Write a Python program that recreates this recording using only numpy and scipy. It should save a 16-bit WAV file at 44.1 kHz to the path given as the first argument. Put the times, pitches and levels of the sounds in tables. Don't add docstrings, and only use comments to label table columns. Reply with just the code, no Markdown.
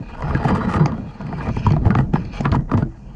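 import sys
import numpy as np
from scipy import signal
from scipy.io import wavfile

SR = 44100
rng = np.random.default_rng(int(sys.argv[2]) if len(sys.argv) > 2 else 0)


def put_to_file(sound):
    columns = np.atleast_2d(sound).T
    safe = np.clip(columns, -1, 1)
    whole_steps = np.round(safe * 32767)
    wavfile.write(sys.argv[1], SR, whole_steps.astype(np.int16))


N = 138915

# frequency in Hz, bandwidth in Hz, relative level in dB.
CASING = [(425.4, 38, 2.5), (673, 78, 0.5), (837, 77, 2), (959, 89.5, 1), (1200, 105, -3), (1442, 46, -6),
          (1630, 46, -8), (1952, 173, -12.5), (2210, 490, -24.5), (3100, 30, -22.5), (3950, 27, -21.5),
          (4790, 97, -24)]


def from_db(db):
    return 10 ** (np.asarray(db) / 20)


def rms_one(x):
    return x / np.sqrt(np.mean(x ** 2) + 1e-20)


def in_time(rows):
    return np.interp(np.arange(N) / SR, *np.transpose(rows))


def drift(rate_hz):
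    step = 40
    settling = 2000
    pole = np.exp(-2 * np.pi * rate_hz * step / SR)
    noise = rng.standard_normal(N // step + settling + 2)
    slow = signal.lfilter([1], [1, -2 * pole, pole * pole], noise)[settling:]
    return np.interp(np.arange(N) / step, np.arange(len(slow)), rms_one(slow))


def band_pass(x, low_hz, high_hz):
    return signal.sosfilt(signal.butter(2, [low_hz, high_hz], "band", fs=SR, output="sos"), x)


def coloured(sources, spectrum, patchy_db):
    hz_points, db_points = np.transpose(spectrum)
    octaves = np.log2(hz_points[-1] / hz_points[0])
    edges = np.geomspace(hz_points[0], hz_points[-1], int(2 * octaves) + 2)
    out, together = 0, drift(5.7)
    for k, (low, high) in enumerate(zip(edges, edges[1:])):
        band = band_pass(sources[k % 2], low, high)
        level_db = np.interp(np.log(low * high) / 2, np.log(hz_points), db_points)
        out = out + band * from_db(level_db + patchy_db * (together + drift(18)))
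    return rms_one(out)


def resonance(x, hz, width_hz):
    r = np.exp(-np.pi * width_hz / SR)
    feedforward = (1 - r * r) / 2 * np.array([1, 0, -1])
    feedback = [1, -2 * r * np.cos(2 * np.pi * hz / SR), r * r]
    return signal.lfilter(feedforward, feedback, x + 1e-18)


def modes(x, table, offsets_db=None):
    offsets_db = np.zeros(len(table)) if offsets_db is None else offsets_db
    out = 0
    for k, ((hz, width_hz, db), offset_db) in enumerate(zip(table, offsets_db)):
        out = out + (-1) ** k * from_db(db + offset_db) * resonance(x, hz, width_hz)
    return out


def flicker(table):
    spread_db, rate_hz = 3, 8.0
    return [spread_db * drift(rate_hz) for _ in table]


def grains(per_s, spread_db, clump_db):
    born = rng.random(N) < per_s / SR * from_db(clump_db * drift(25.0))
    size_db = spread_db * np.minimum(rng.exponential(1, N), 4)
    return born * from_db(size_db) * rng.choice([-1, 1], N)


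def bursts(moments, fades_ms, tail_db, size):
    lead_s = 0.001485
    rise_share, tail_s = 0.48, 0.02
    t = np.arange(SR // 8) / SR - .02
    noises = rng.standard_normal((len(moments), len(t) + size))
    for s, fade_ms, chance in zip(moments, fades_ms, noises):
        fade = max(fade_ms, .5) / 1000
        rise = np.exp(np.minimum(t, 0) / (fade * rise_share))
        fall = np.exp(-t / fade) + from_db(tail_db) * np.exp(-t / tail_s)
        shape = np.where(t < 0, rise, fall)
        start = max(int((s + lead_s + t[0]) * SR), 0)
        yield start, chance[:len(t)] * shape, chance[len(t):]


def wind():
    # time in seconds, rms level in dB.
    buffet_level = [(0, -13.5), (.1, -43), (.28, -26), (.5, -21.5), (.78, -20.5), (.95, -26), (1.17, -38),
                    (1.22, -30), (1.5, -25.5), (1.54, -32.5), (1.75, -23.5), (2.05, -26), (2.11, -29.5),
                    (2.36, -36), (2.58, -21), (2.67, -40.5), (2.8, -16), (2.94, -44), (3.15, -36)]
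    # frequency in Hz, relative density in dB per Hz.
    buffet_colour = [(60, -2), (90, 1), (128, 2.5), (180, -3), (240, 3.5), (330, -23.5), (450, -22.5),
                     (650, -17)]
    # time in seconds, rms level in dB.
    rumble_level = [(0, -38), (.17, -34.5), (.26, -27.5), (.8, -34), (1.18, -43.5), (1.8, -24), (2.2, -32),
                    (2.85, -29.5), (2.95, -43.5), (3.15, -29)]
    buffet = coloured(rng.standard_normal((2, N)), buffet_colour, patchy_db=3)
    rumble = rms_one(band_pass(rng.standard_normal(N), 28.0, 65.0))
    return from_db(in_time(buffet_level)) * buffet + from_db(in_time(rumble_level)) * rumble


def rub():
    # time in seconds, rms level in dB.
    rub_level = [(0, -48), (.1, -38.5), (.23, -30.5), (.47, -22), (.6, -28.5), (.72, -25.5), (.83, -23.5),
                 (.9, -34.5), (1.07, -46.5), (1.18, -45.5), (1.21, -41), (1.35, -37.5), (1.5, -28),
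                 (1.53, -49), (1.72, -30.5), (1.81, -50.5), (1.87, -30.5), (2.0, -30), (2.11, -64.5),
                 (2.16, -29.5), (2.24, -50), (2.39, -38), (2.48, -36), (2.5, -34.5), (2.56, -28),
                 (2.62, -50), (2.68, -48.5), (2.73, -27.5), (2.8, -35), (2.87, -53), (3.15, -55.5)]
    # frequency in Hz, relative density in dB per Hz.
    scrape_colour = [(200, 16), (1000, -2), (2000, -7), (2800, -50.5), (4700, -30.5), (8300, -48.5),
                     (10500, -64)]
    ring_db = 3
    slips = grains(per_s=900, spread_db=2.5, clump_db=5)
    ring = from_db(ring_db) * rms_one(modes(slips, CASING, flicker(CASING)))
    scrape = coloured([slips, slips], scrape_colour, patchy_db=1.0)
    return from_db(in_time(rub_level)) * rms_one(scrape + ring)


def crunch():
    # time in seconds, rms level in dB.
    crunch_level = [(0, -57), (.35, -45.5), (.75, -51.5), (1.05, -60.5), (1.15, -54), (1.35, -50),
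                    (1.55, -42.5), (1.58, -34), (1.62, -47), (1.65, -36), (1.74, -50), (1.8, -63),
                    (2.12, -69), (2.15, -42.5), (2.31, -53), (2.335, -38), (2.39, -38), (2.42, -50),
                    (2.5, -59), (2.62, -79), (3.15, -60)]
    # frequency in Hz, bandwidth in Hz, relative level in dB.
    gravel_peaks = [(1580, 210, 2), (2340, 86, 5.5), (2426, 130, 6.5), (2854, 360, -4), (3270, 64, -1),
                    (4380, 314, -5.5), (5150, 100, -7.5), (6170, 510, -19)]
    impacts = grains(per_s=7000, spread_db=3.0, clump_db=2)
    ring = modes(impacts, gravel_peaks, flicker(gravel_peaks))
    return from_db(in_time(crunch_level)) * rms_one(ring)


def surf():
    # frequency in Hz, relative density in dB per Hz.
    surf_colour = [(250, 9), (400, -13.5), (900, 5.5), (1600, -36), (2600, -42), (3800, -28.5), (6200, -18),
                   (7500, -53.5), (10000, -50)]
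    level_db = -57.5
    return from_db(level_db) * coloured(rng.standard_normal((2, N)), surf_colour, patchy_db=1.0)


def ticks():
    # moment in seconds, peak level in dB.
    tick_rows = np.array([(0.2203, -30), (0.294, -33), (0.3465, -30.5), (0.453, -28.5), (0.505, -34.5),
                          (0.698, -32), (0.738, -26.5), (0.774, -34.5), (0.8575, -16.5), (1.2127, -36.5),
                          (1.2655, -34.5), (1.4876, -32), (1.5636, -30.5), (1.665, -24), (1.704, -27),
                          (1.719, -24.5), (1.8517, -35.5), (1.8617, -27), (1.9038, -27), (1.9496, -26),
                          (1.9859, -36), (2.1354, -29.5), (2.2494, -35.5), (2.406, -25.5), (2.5166, -21),
                          (2.5516, -28), (2.7152, -29.5), (2.7728, -32.5), (2.7824, -35.5), (2.825, -38)])
    # frequency in Hz, bandwidth in Hz, relative level in dB.
    tick_modes = [(2120, 353, 8), (3150, 560, -2), (4420, 570, -2.5), (6730, 1680, -9.5), (7550, 1200, -14)]
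    fade_ms, tail_db, scatter_db = 2.3, -20, 2
    out = np.zeros(N + SR)
    events = bursts(tick_rows[:, 0], [fade_ms] * len(tick_rows), tail_db, size=len(tick_modes))
    for db, (i, burst, draw) in zip(tick_rows[:, 1], events):
        tick = modes(burst, tick_modes, scatter_db * draw)
        out[i:i + len(burst)] += from_db(db) * tick / np.abs(tick).max()
    return out[:N]


def knocks():
    # moment in seconds, peak level of the casing sound in dB before the low-pass,
    # centre in Hz, peak of the pole's push relative to the casing in dB, fade in ms (0.5 at least).
    knock_rows = np.array([(0.222, -16.5, 1050, -25, 3.0), (0.307, -16, 1040, -0.5, 5.8),
                           (0.349, -14, 1400, 2.5, 3.8), (0.411, -38, 1010, -12.5, 3.4),
                           (0.449, -15, 790, 3, 8.1), (0.505, -10, 990, -3.5, 6.6),
                           (0.611, -16.5, 1010, -3.5, 11), (0.654, -28, 950, 3, 4),
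                           (0.778, -19.5, 900, -11, 4), (0.857, -12, 810, -1.5, 0.92),
                           (0.919, -20, 840, -13, 1.5), (0.978, -26.5, 830, 4, 1),
                           (1.204, -24, 860, -16, 7), (1.326, -19.5, 614, -5, 2),
                           (1.407, -18.5, 1230, -2, 4.6), (1.489, -20, 790, -1, 2.3),
                           (1.566, -15.5, 880, -2.5, 1.1), (1.664, -7, 1017, -3, 3.8),
                           (1.706, -19, 970, 2, 1.5), (1.733, -19, 990, 7, 4),
                           (1.764, -14.5, 920, -16, 2.8), (1.832, -32, 830, -9, 2.4),
                           (1.854, -17, 1080, 5, 1.1), (1.866, -12, 646, -8.5, 3.1),
                           (1.904, -10.5, 1200, -21.5, 1.5), (1.91, -19.5, 1300, -6, 1),
                           (1.951, -7, 1100, -2.5, 2.6), (1.986, -10, 1250, 3.5, 4.5),
                           (2.136, -14.5, 1080, 10, 4.8), (2.156, -11, 1080, -18, 1.3),
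                           (2.404, -17, 800, 5, 0.61), (2.454, -6.5, 1230, -4, 11),
                           (2.523, -14, 1050, 1.5, 3.6), (2.538, -16, 810, -1, 3.5),
                           (2.545, -11, 950, -3, 2.7), (2.561, -24, 1100, 12.5, 2.3),
                           (2.695, -26, 1130, -28, 4.7), (2.714, -11.5, 1115, -1, 5.1),
                           (2.738, -15, 800, 8, 0.43), (2.776, -15, 995, 0, 4.7), (2.822, -18.5, 830, 8, 8)])
    # frequency in Hz, bandwidth in Hz, relative level in dB.
    pole_modes = [(122, 15, -1.5), (188, 67, 1), (241.5, 40, 2.5), (321, 27, -4.5), (446, 79, -11.5)]
    scatter_db, focus_db_per_octave = 7.5, 12.5
    snap_db, tail_db = 2, -23.5
    thud_db, thud_width = -4.5, 0.79
    contact_hz = 2420
    out, casing_hz = np.zeros(N + SR), np.transpose(CASING)[0]
    events = bursts(knock_rows[:, 0], knock_rows[:, -1], tail_db, size=len(CASING))
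    for (_, db, hz, push_db, _), (i, burst, draw) in zip(knock_rows, events):
        contact = 1. * (np.arange(len(burst)) == SR // 50)
        force = burst / np.linalg.norm(burst) - from_db(snap_db) * contact
        focus_db = -focus_db_per_octave * np.abs(np.log2(casing_hz / hz))
        ring = modes(force, CASING, scatter_db * draw + focus_db)
        thud = resonance(resonance(force, hz, thud_width * hz), hz, 2 * thud_width * hz)
        body = ring / np.abs(ring).max() + from_db(thud_db) * thud / np.abs(thud).max()
        push = modes(-contact, pole_modes)
        knock = body / np.abs(body).max() + from_db(push_db) * push / np.abs(push).max()
        out[i:i + len(burst)] += from_db(db) * knock
    return signal.sosfilt(signal.butter(2, contact_hz, fs=SR, output="sos"), out[:N])


def thumps():
    # start in seconds, peak level of the main tone in dB,
    # mean pitch in Hz, 60 dB decay time in seconds.
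    thump_rows = [(0.234, -19, 137.9, 0.4), (0.288, -20.5, 78.7, 0.52), (0.347, -13, 147.2, 0.13),
                  (0.449, -11, 132, 0.13), (0.512, -11.5, 166, 0.19), (0.673, -12, 195, 0.072),
                  (0.805, -4, 163.5, 0.2), (1.198, -24, 217.7, 0.2), (1.318, -23, 155.8, 0.69),
                  (1.566, -16, 122.3, 0.16), (1.647, -12.5, 120, 0.057), (1.669, -9, 109.5, 0.31),
                  (1.709, -8.5, 159.1, 0.25), (1.764, -12, 175.7, 0.11), (1.819, -10.5, 83, 0.034),
                  (1.862, -1.5, 114.6, 0.055), (1.901, -5.5, 192, 0.039), (1.922, -13.5, 122, 0.15),
                  (1.964, -9.5, 115, 0.15), (1.99, -10.5, 125.8, 0.21), (2.132, -13, 149.8, 0.26),
                  (2.16, -21.5, 164.3, 0.3), (2.401, -15, 134, 0.088), (2.45, -15.5, 145.3, 0.46),
                  (2.516, -10, 95, 0.12), (2.568, -16, 148.2, 0.16), (2.727, -14, 258.4, 0.22),
                  (2.747, -7.5, 109.2, 0.12), (2.829, -25, 118.8, 0.3)]
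    rise_s, wobble, overtone_db = 0.0038, 0.087, -15.5
    out, t = np.zeros(N + SR), np.arange(SR // 3) / SR
    sway = np.resize(drift(22.1), N + SR)
    for (s, db, hz, t60), start_turn in zip(thump_rows, rng.random(len(thump_rows))):
        i = int(s * SR)
        turns = np.cumsum(hz * (1 + wobble * sway[i:i + len(t)])) / SR + start_turn
        shape = (1 - np.exp(-t / rise_s)) * from_db(-60 * t / max(t60, .02))
        overtone = from_db(overtone_db) * np.sin(2 * np.pi * 2.3 * turns)
        tone = np.sin(2 * np.pi * turns) + overtone
        out[i:i + len(t)] += from_db(db) * shape / shape.max() * tone
    return out[:N]


def lingering_ring():
    # start in seconds, initial level in dB, frequency in Hz, 60 dB decay time in seconds.
    s, db, hz, t60 = (2.86, -28, 328.5, 0.23)
    out, t = np.zeros(N + SR), np.arange(SR // 3) / SR
    i = int(s * SR)
    out[i:i + len(t)] = from_db(db - 60 * t / t60) * np.sin(2 * np.pi * hz * t)
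    return out[:N]


def scene():
    air_and_ground = wind() + rub() + crunch() + surf()
    impacts = ticks() + knocks() + thumps() + lingering_ring()
    return (air_and_ground + impacts)[None]


def record(dry):
    ceiling, stopband_hz, stopband_loss_db = .8, 11284, 24
    rounded = ceiling * np.tanh(dry / ceiling)
    low_pass = signal.cheby2(5, stopband_loss_db, stopband_hz, fs=SR, output="sos")
    return signal.sosfilt(low_pass, rounded)


dry = scene()
out = record(dry)
put_to_file(out)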